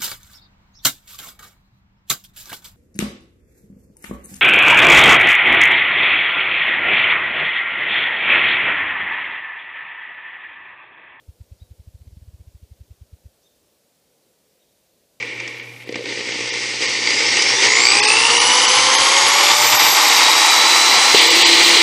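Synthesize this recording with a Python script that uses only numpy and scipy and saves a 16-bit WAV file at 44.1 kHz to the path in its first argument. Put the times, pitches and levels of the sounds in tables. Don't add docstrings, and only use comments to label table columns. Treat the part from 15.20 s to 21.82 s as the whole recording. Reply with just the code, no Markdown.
import sys
import numpy as np
from scipy import signal
from scipy.fft import rfft, irfft, next_fast_len
from scipy.io import wavfile
from scipy.ndimage import uniform_filter1d, map_coordinates

SR = 44100
rng = np.random.default_rng(int(sys.argv[2]) if len(sys.argv) > 2 else 0)


def dump(signal):
    limited = np.clip(np.atleast_2d(signal).T, -1, 1)
    pcm = np.round(limited * 32767).astype(np.int16)
    wavfile.write(sys.argv[1], SR, pcm)


def gain_from_db(level_db):
    decades = np.asarray(level_db, float) / 20
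    return 10 ** decades


N = 291942

# t/s, speed/(turns per s)
SPEED = [(.68, 45), (1.3, 76.8), (1.85, 95.6), (2.05, 108), (2.3, 135.4), (2.6, 181.3), (2.75, 201.8),
         (2.95, 222.1), (3.15, 237), (3.4, 250.7), (3.8, 267.2), (4.1, 281), (4.45, 301.3), (4.75, 311.7),
         (5.3, 326.1), (5.9, 337.6), (6.1, 336.8), (6.6, 339.8)]
# f/Hz, level/dB
SLOT_WHINE = [(1085, -55), (1650, -32), (1900, -21), (2500, -20.5), (3050, -23.5), (3300, -22.5),
              (3700, -18.5), (3930, -11.5)]
BAR_WHINE = [(3100, -40), (3650, -21), (4100, -27), (4550, -20), (5350, -31), (5850, -16.5), (7400, -20),
             (7750, -31)]
FAN_WHINE = [(3070, -73), (4980, -29), (7800, -25.5), (9800, -30.5), (11700, -35), (12300, -23),
             (12900, -36.5), (13500, -38.5)]
OVERTONE_WHINE = [(3690, -58), (4340, -38), (4660, -29), (5200, -27.5), (6000, -34), (7200, -44),
                  (9400, -52), (11200, -80)]
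UNBALANCE = [(80, -84), (97, -71), (225, -53.5), (255, -44), (275, -62), (310, -47), (337, -43)]
# f/Hz, width/Hz, gain/dB
SHELL = [(2150, 350, 0), (2660, 220, 1), (2920, 200, 1), (4660, 320, 1)]
# speed/(turns per s), depth on the cutting/0-1, depth on the whines/0-1, lumpiness/dB
KICKING = [(46, 1, 0.3, 2), (83, 0.5, 0.6, .2), (99, 0.4, .6, 1), (155, 0, 0.9, 1.5), (230, 0, 0.7, 1.15),
           (272, .4, .9, .5), (304, 0.08, 1, 1.6), (325, 0, 0.41, 0.38)]
# multiple of rotor speed, level slow/dB, level fast/dB, level once through/dB
GEARING = [(2, -37, -30, -29), (2.58, -27, -42, -45), (4, -38, -26, -36), (5.16, -38, -33, -38),
           (6, -27, -31, -27), (7.16, -44, -37, -38), (7.75, -40, -30, -34), (8, -42, -36, -38),
           (8.75, -42, -35, -38), (10, -44, -38, -34), (33, -60, -53, -55), (34, -60, -54, -58),
           (36, -60, -52, -60), (37, -60, -55, -60), (38, -60, -50, -60), (41, -54, -50, -58),
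           (42, -58, -56, -62)]
# f/Hz, gain/dB
HOUSING = [(340, -10), (400, -2), (590, -3), (650, -10), (760, -8), (880, -2), (1180, -1), (1250, -10),
           (1330, -4), (1700, -7), (1950, -9), (2150, 3), (2600, -10), (3300, 3)]
# f/Hz, level/dB per Hz
VENTS = [(4000, -22), (6000, 2), (7500, 3), (9000, -2.5), (10500, -9), (12000, -18), (14500, -52),
         (15000, -66)]
# t/s, rattle level/dB
EFFORT = [(0, -29.5), (.3, -33), (.65, -43), (.73, -38.5), (.77, -35), (.91, -26.5), (1.45, -24.5),
          (1.594, -26), (1.624, -20), (1.81, -22.5), (1.9, -19.5), (2.38, -17.5), (2.45, -15), (2.56, -18),
          (3.2, -19), (4.5, -17), (5.92, -16), (5.98, -14.5)]
# speed/(turns per s), tub/dB, wall/dB, hiss/dB, rasp/dB re rattle
REACH = [(46.7, 5.5, -15, -9, -6), (56.5, -6.5, -17, -4, -11), (80.5, -12, -15, 0.5, -12),
         (160, -13.5, -11, 2.5, -13), (250, -13, -1.5, 4.5, -3.5), (268, -14.5, -1.5, 3.5, -3.5),
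         (316, -17, -1, 3.5, -5.5), (345, -14, -3, 2.5, -5.5)]
# tub/dB, wall/dB, hiss/dB, rasp/dB re rattle
COASTING_DB = (-9.5, -15, -9, -33)
# tub/dB, wall/dB, hiss/dB, rasp/dB
THROUGH_DB = (2, -4.5, -3, 5)
# t/s, peak level/dB, tub thump/dB, brightness/dB
KNOCKS = [(0.0258, -9, -35, -24), (0.2013, -10.5, -10, -18), (0.2765, -13.5, -1, -16.5),
          (0.298, -33, -22, -8), (0.3675, -19, -25, -32), (0.397, -12.5, -23, -33), (0.5585, -32, -16, -19),
          (0.6009, -26, -19, -31), (0.6905, -11, 10, -25.5), (0.724, -21, -1, -12), (0.7431, -8, -25, -31),
          (0.756, -7.5, 4.5, -19), (0.8559, -8, -10, -24), (0.8883, -17, -14, -18), (0.9705, -12, -1, -22),
          (1.1206, -12.5, 2, -18), (1.2041, -17, 3, -11), (1.337, -9, -51, -20), (1.4336, -8, -26, -20),
          (1.6056, -5.5, -2, -36), (1.6222, -2, -26, -26), (1.872, 3.5, -31, -24), (1.9045, -12, -32, -6),
          (2.0719, -16, -26, -32), (2.1693, -2, -28, -13), (2.2214, -11.5, -24, 0)]
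# f/Hz, level/dB per Hz
TUB = [(35, -61), (60, -27), (113, -11), (150, -20), (312, 0.5), (447, 0), (471, 6), (654, -14.5),
       (750, -15), (980, -23), (1650, -120)]
WALL = [(350, -38), (600, -9), (645, -20.5), (696, -8.5), (764, -3), (878, 4), (956, 0), (1130, 0),
        (1590, -10), (1750, -7.5), (2280, -10), (3850, -120)]
GEARS = [(910, -49), (1550, -14), (1660, -22.5), (1810, -4.5), (2210, -1.5), (2330, -3.5), (2520, -8),
         (2720, -5.5), (3190, -11.5), (3500, -12), (4550, -20.5), (7700, -120)]
HISS = [(1880, -32), (3200, -8.5), (4140, -5.5), (4830, -3), (5830, -2.5), (7340, -12.5), (8080, -12.5),
        (9950, -24), (10600, -50), (10800, -101), (11500, -91), (15000, -121), (22000, -120)]
RASP = [(1500, -32), (2400, 0), (2900, 9), (4100, 7.5), (4800, 3), (5600, -22), (8000, -43)]
# f/Hz, width/Hz, gain/dB
IDLE_RING = (2310, 130, 1.6)
# t/s, peak level/dB, f/Hz, t60/s
THUD = (5.9457, 5, 420, .02)
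# f/Hz, width/Hz, gain/dB
CHUCK = [(2120, 200, -14), (2399, 14, 2.5), (2800, 50, -22.5), (4770, 340, -5), (7780, 40, 0.5)]
# f/Hz, gain/dB
MIC = [(20, -28), (60, -11), (100, -4), (160, -2)]
# f/Hz, level/dB re loudness
MASK = [(40, -42), (130, -40.5), (200, -45), (300, -63), (7000, -57), (9000, -42), (10000, -46),
        (12000, -40), (15000, -44)]
# t/s, level/dB re loudness
THIN_MOMENTS = [(.21, -40), (.417, -33), (.655, -27), (1.125, -31), (1.315, -25), (1.675, -27), (2.49, -33),
                (2.55, -32), (2.815, -20), (2.87, -26), (3.195, -24), (3.47, -25), (3.77, -24), (4.58, -25),
                (6.093, -26), (6.243, -25)]

MAINS_HZ, KICK_LAG = 60.1, .42
TRIGGER_S, HUM_ENDS_S, THROUGH_S = 0.643, 4.75, THUD[0]


def rotor():
    speed, = curves(SPEED)
    turn = 2 * np.pi * np.cumsum(speed * (1 + .0007 * wobble(14))) / SR
    return whines(speed, turn) + gearing(speed, turn) + mains_hum(speed) + fan_air(speed)


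def whines(speed, turn):
    through = after(THROUGH_S)
    depth = by_speed(KICKING)[1]
    jerk = -depth * np.sin(2 * np.pi * MAINS_HZ * np.arange(N) / SR)

    slots = tone(turn, 12, along(SLOT_WHINE, 12 * speed) - 3 * through, 1.3 + 2 * through, .3 * jerk)
    slots *= kicks(1.2 * depth, .055, 1.6)
    bar_db = along(BAR_WHINE, 24 * speed) - 30 * (speed < 90)
    bar_kick = np.interp(speed, [165, 185, 215, 240], [.5, 1.2, 1.2, .3])
    bars = tone(turn, 24, bar_db, 2.5, .3 * jerk) * kicks(depth * bar_kick, .06, 2.5)
    magnetic = slots + bars
    shell = gain_from_db(-10) * magnetic + sum(ring(magnetic, *mode) for mode in SHELL)

    over_db = along(OVERTONE_WHINE, 48 * speed)
    overtones = tone(turn, 48, over_db, 3, 1.5 * jerk) + tone(turn, 72, over_db - 12, 3, 1.5 * jerk)
    overtones *= kicks(.9 * depth, .11, 3)
    fan = tone(turn, 40, along(FAN_WHINE, 40 * speed), 3, .2 * jerk) * kicks(.4 * depth, .15, 2.5)
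    loose_db = 15 * through
    unbalance = tone(turn, 1, along(UNBALANCE, speed) + loose_db - 1.5, 4)
    return shell + overtones + fan + unbalance


def gearing(speed, turn):
    load_db = np.interp(speed, [100, 150, 200], [-25, -5, 0])
    fast, through = np.interp(speed, [172, 200], [0, 1]), after(THROUGH_S)
    total = np.zeros(N)
    for multiple, slow_db, fast_db, free_db in GEARING:
        level_db = slow_db + fast * (fast_db - slow_db) + through * (free_db - fast_db) + load_db
        if multiple < 20:
            level_db = level_db + along(HOUSING, multiple * speed)
        total += tone(turn, multiple, level_db, 2.4)
    return total


def mains_hum(speed):
    level_db = -47.5 - 55 * after(HUM_ENDS_S) + 2.2 * wobble(24)
    level_db += np.interp(speed, [230, 275], [0.3, 4]) * wobble(31)
    return np.sqrt(2) * gain_from_db(level_db) * np.sin(2 * np.pi * 120.03 * np.arange(N) / SR)


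def fan_air(speed):
    level_db = np.interp(speed, [80, 130, 201, 276, 340], [-73.5, -40.5, -30.5, -25, -23])
    return gain_from_db(level_db + 0.84 * wobble(13)) * coloured(rng.standard_normal(N), VENTS)


def cutting():
    gear_db, = curves(EFFORT)
    on, through = after(TRIGGER_S), after(THROUGH_S)
    tub_db, wall_db, hiss_db, rasp_db = (
        gear_db + on * reach + (1 - on) * idle + through * free
        for reach, idle, free in zip(by_speed(REACH), COASTING_DB, THROUGH_DB))
    depth, _, lumpy_db = on * by_speed(KICKING)
    lumpy_db = lumpy_db + (1 - on) * 4 * np.arange(N) / SR
    shared = 1.08 * wobble(30) + 0.57 * wobble(120)

    def shake(kick_share, fall, lump_share):
        lump_db = lump_share * lumpy_db
        lumps = gain_from_db(lump_db * (shared + 1.15 * wobble(200)) - 0.04 * lump_db ** 2)
        return rng.standard_normal(N) * kicks(kick_share * depth, fall, 0.54) * lumps

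    tub = gain_from_db(tub_db) * shake(np.interp(tub_db, [-38, -30], [1.4, .3]), 0.079, 0.97)
    wall = gain_from_db(wall_db) * shake(0.14, 0.054, 0.68)
    gear = gain_from_db(gear_db - 2.5) * shake(0.24, 0.13, 0.86)
    hiss = gain_from_db(hiss_db - 4.5) * shake(0.25, 0.27, 0.24)
    add_knocks(tub, wall, gear, hiss)

    from_tear = np.arange(N) / SR - THROUGH_S
    tear_db = 7 * (np.arange(N) > THROUGH_S * SR) * gain_from_db(-60 * abs(from_tear) / .2)
    rasp = gain_from_db(rasp_db + tear_db + .9 * wobble(14)) * shake(.5, .15, 1.3)

    rattle = coloured(gear, GEARS)
    rattle = rattle + (1 - on) * ring(rattle, *IDLE_RING)
    return coloured(tub, TUB) + coloured(wall, WALL) + rattle + coloured(hiss, HISS) + coloured(rasp, RASP)


def add_knocks(tub, wall, gear, hiss):
    t = np.arange(1400) / SR
    for s, db, thump_db, bright_db in KNOCKS:
        burst = gain_from_db(db - 60 * t / 0.034) * rng.standard_normal((3, len(t)))
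        start = round(s * SR)
        span = slice(start, start + len(t))
        tub[span] += gain_from_db(thump_db - 20.0) * burst[0]
        wall[span] += gain_from_db(bright_db - 8) * burst[0]
        gear[span] += gain_from_db(-14) * burst[1]
        hiss[span] += gain_from_db(bright_db) * burst[2]


def chuck(vibration):
    return sum(ring(vibration, hz, width_hz, db + 2.0 * wobble(25)) for hz, width_hz, db in CHUCK)


def thud():
    s, db, hz, t60 = THUD
    t = np.maximum(np.arange(N) / SR - s, 0)
    onset = 1 - np.exp(-t / .0012)
    return -gain_from_db(db - 60 * t / t60) * np.sin(2 * np.pi * hz * t) * onset


def room_air():
    spectrum = [(30, -31), (90, -6), (300, 2), (3000, -10), (14000, -14), (15000, -70)]  # f/Hz, level/dB
    return gain_from_db(-49.5) * coloured(rng.standard_normal(N), spectrum)


def tone(turn, multiple, db, flutter_db, pull=0):
    phase = multiple * turn + .22 * wobble(70) + pull
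    return np.sqrt(2) * gain_from_db(db + flutter_db * wobble(45)) * np.sin(phase)


def kicks(depth, fall, scatter_db):
    cycle = np.arange(N) / SR * MAINS_HZ - KICK_LAG + 1
    u = cycle % 1 / fall
    strength = gain_from_db(scatter_db * rng.standard_normal(int(cycle[-1]) + 1))[cycle.astype(int)]
    depth = np.clip(depth, 0, 1)
    return np.sqrt(1 - depth + depth * unit(strength * u * np.exp(-u)) ** 2)


def ring(x, hz, width_hz, db):
    return gain_from_db(db) * signal.lfilter(*signal.iirpeak(hz, hz / width_hz, SR), x)


def coloured(x, spectrum):
    m = 2 * next_fast_len(N // 2 + 4096)
    gain = gain_from_db(np.maximum(along(spectrum, np.fft.rfftfreq(m, 1 / SR)), -70))
    cepstrum = irfft(np.log(gain), m)
    cepstrum[1:m // 2] *= 2
    cepstrum[m // 2 + 1:] = 0
    response = np.exp(rfft(cepstrum)) / np.sqrt(np.mean(gain ** 2))
    return irfft(rfft(x, m) * response, m)[:N]


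def wobble(rate):
    coarse = np.arange(0, N + 16, 16)
    knots = rng.standard_normal(int(N * rate / SR) + 4)
    return np.interp(np.arange(N), coarse, map_coordinates(knots, [coarse * rate / SR]))


def after(s):
    return np.clip((np.arange(N) / SR - s) / 0.041, 0, 1)


def curves(rows):
    s, *columns = np.transpose(rows)
    return [np.interp(np.arange(N) / SR, s, c) for c in columns]


def by_speed(rows):
    speeds, *columns = np.transpose(rows)
    speed, = curves(SPEED)
    return [np.interp(speed, speeds, c) for c in columns]


def along(points, hz):
    f, v = np.transpose(points)
    return np.interp(np.log(hz + 1), np.log(f + 1), v)


def unit(x):
    return x / np.sqrt(np.mean(x ** 2) + 1e-20)


def scene():
    drill = rotor() + cutting()
    return np.tile(drill + chuck(drill) + thud() + room_air(), (2, 1))


def lose_faint_bands(x):
    hz, t, z = signal.stft(x, SR, nperseg=1024)
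    power = abs(z) ** 2 + 1e-16
    loud_db = 1.16 * (10 * np.log10(power.sum(0)) + 14) - 14
    thin_db = np.max([db - 30 * ((t - s) / .026) ** 2 for s, db in THIN_MOMENTS], axis=0)
    hz = hz[:, None]
    mask_db = loud_db + np.maximum(along(MASK, hz), thin_db - 20 * (hz < 1100))
    scatter = np.repeat(rng.standard_normal((len(hz) // 6 + 1, len(t))), 6, axis=0)[:len(hz)]
    mask_db += 3.5 * (hz > 250) * scatter
    band_db = 10 * np.log10(uniform_filter1d(power, size=3, axis=0) + 1e-16)
    keep = 1 / (1 + np.exp(np.clip(mask_db - band_db, -30, 30) / .5))
    return signal.istft(z * keep, SR, nperseg=1024)[1][:N]


def top_cut(x):
    return signal.sosfilt(signal.butter(12, 14470, fs=SR, output="sos"), x)


def record(dry):
    clipped = np.clip(coloured(dry[0], MIC), -.97, .97)
    mix = np.tile(lose_faint_bands(clipped), (2, 1))
    return top_cut(mix)


dry = scene()
out = record(dry)
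dump(out)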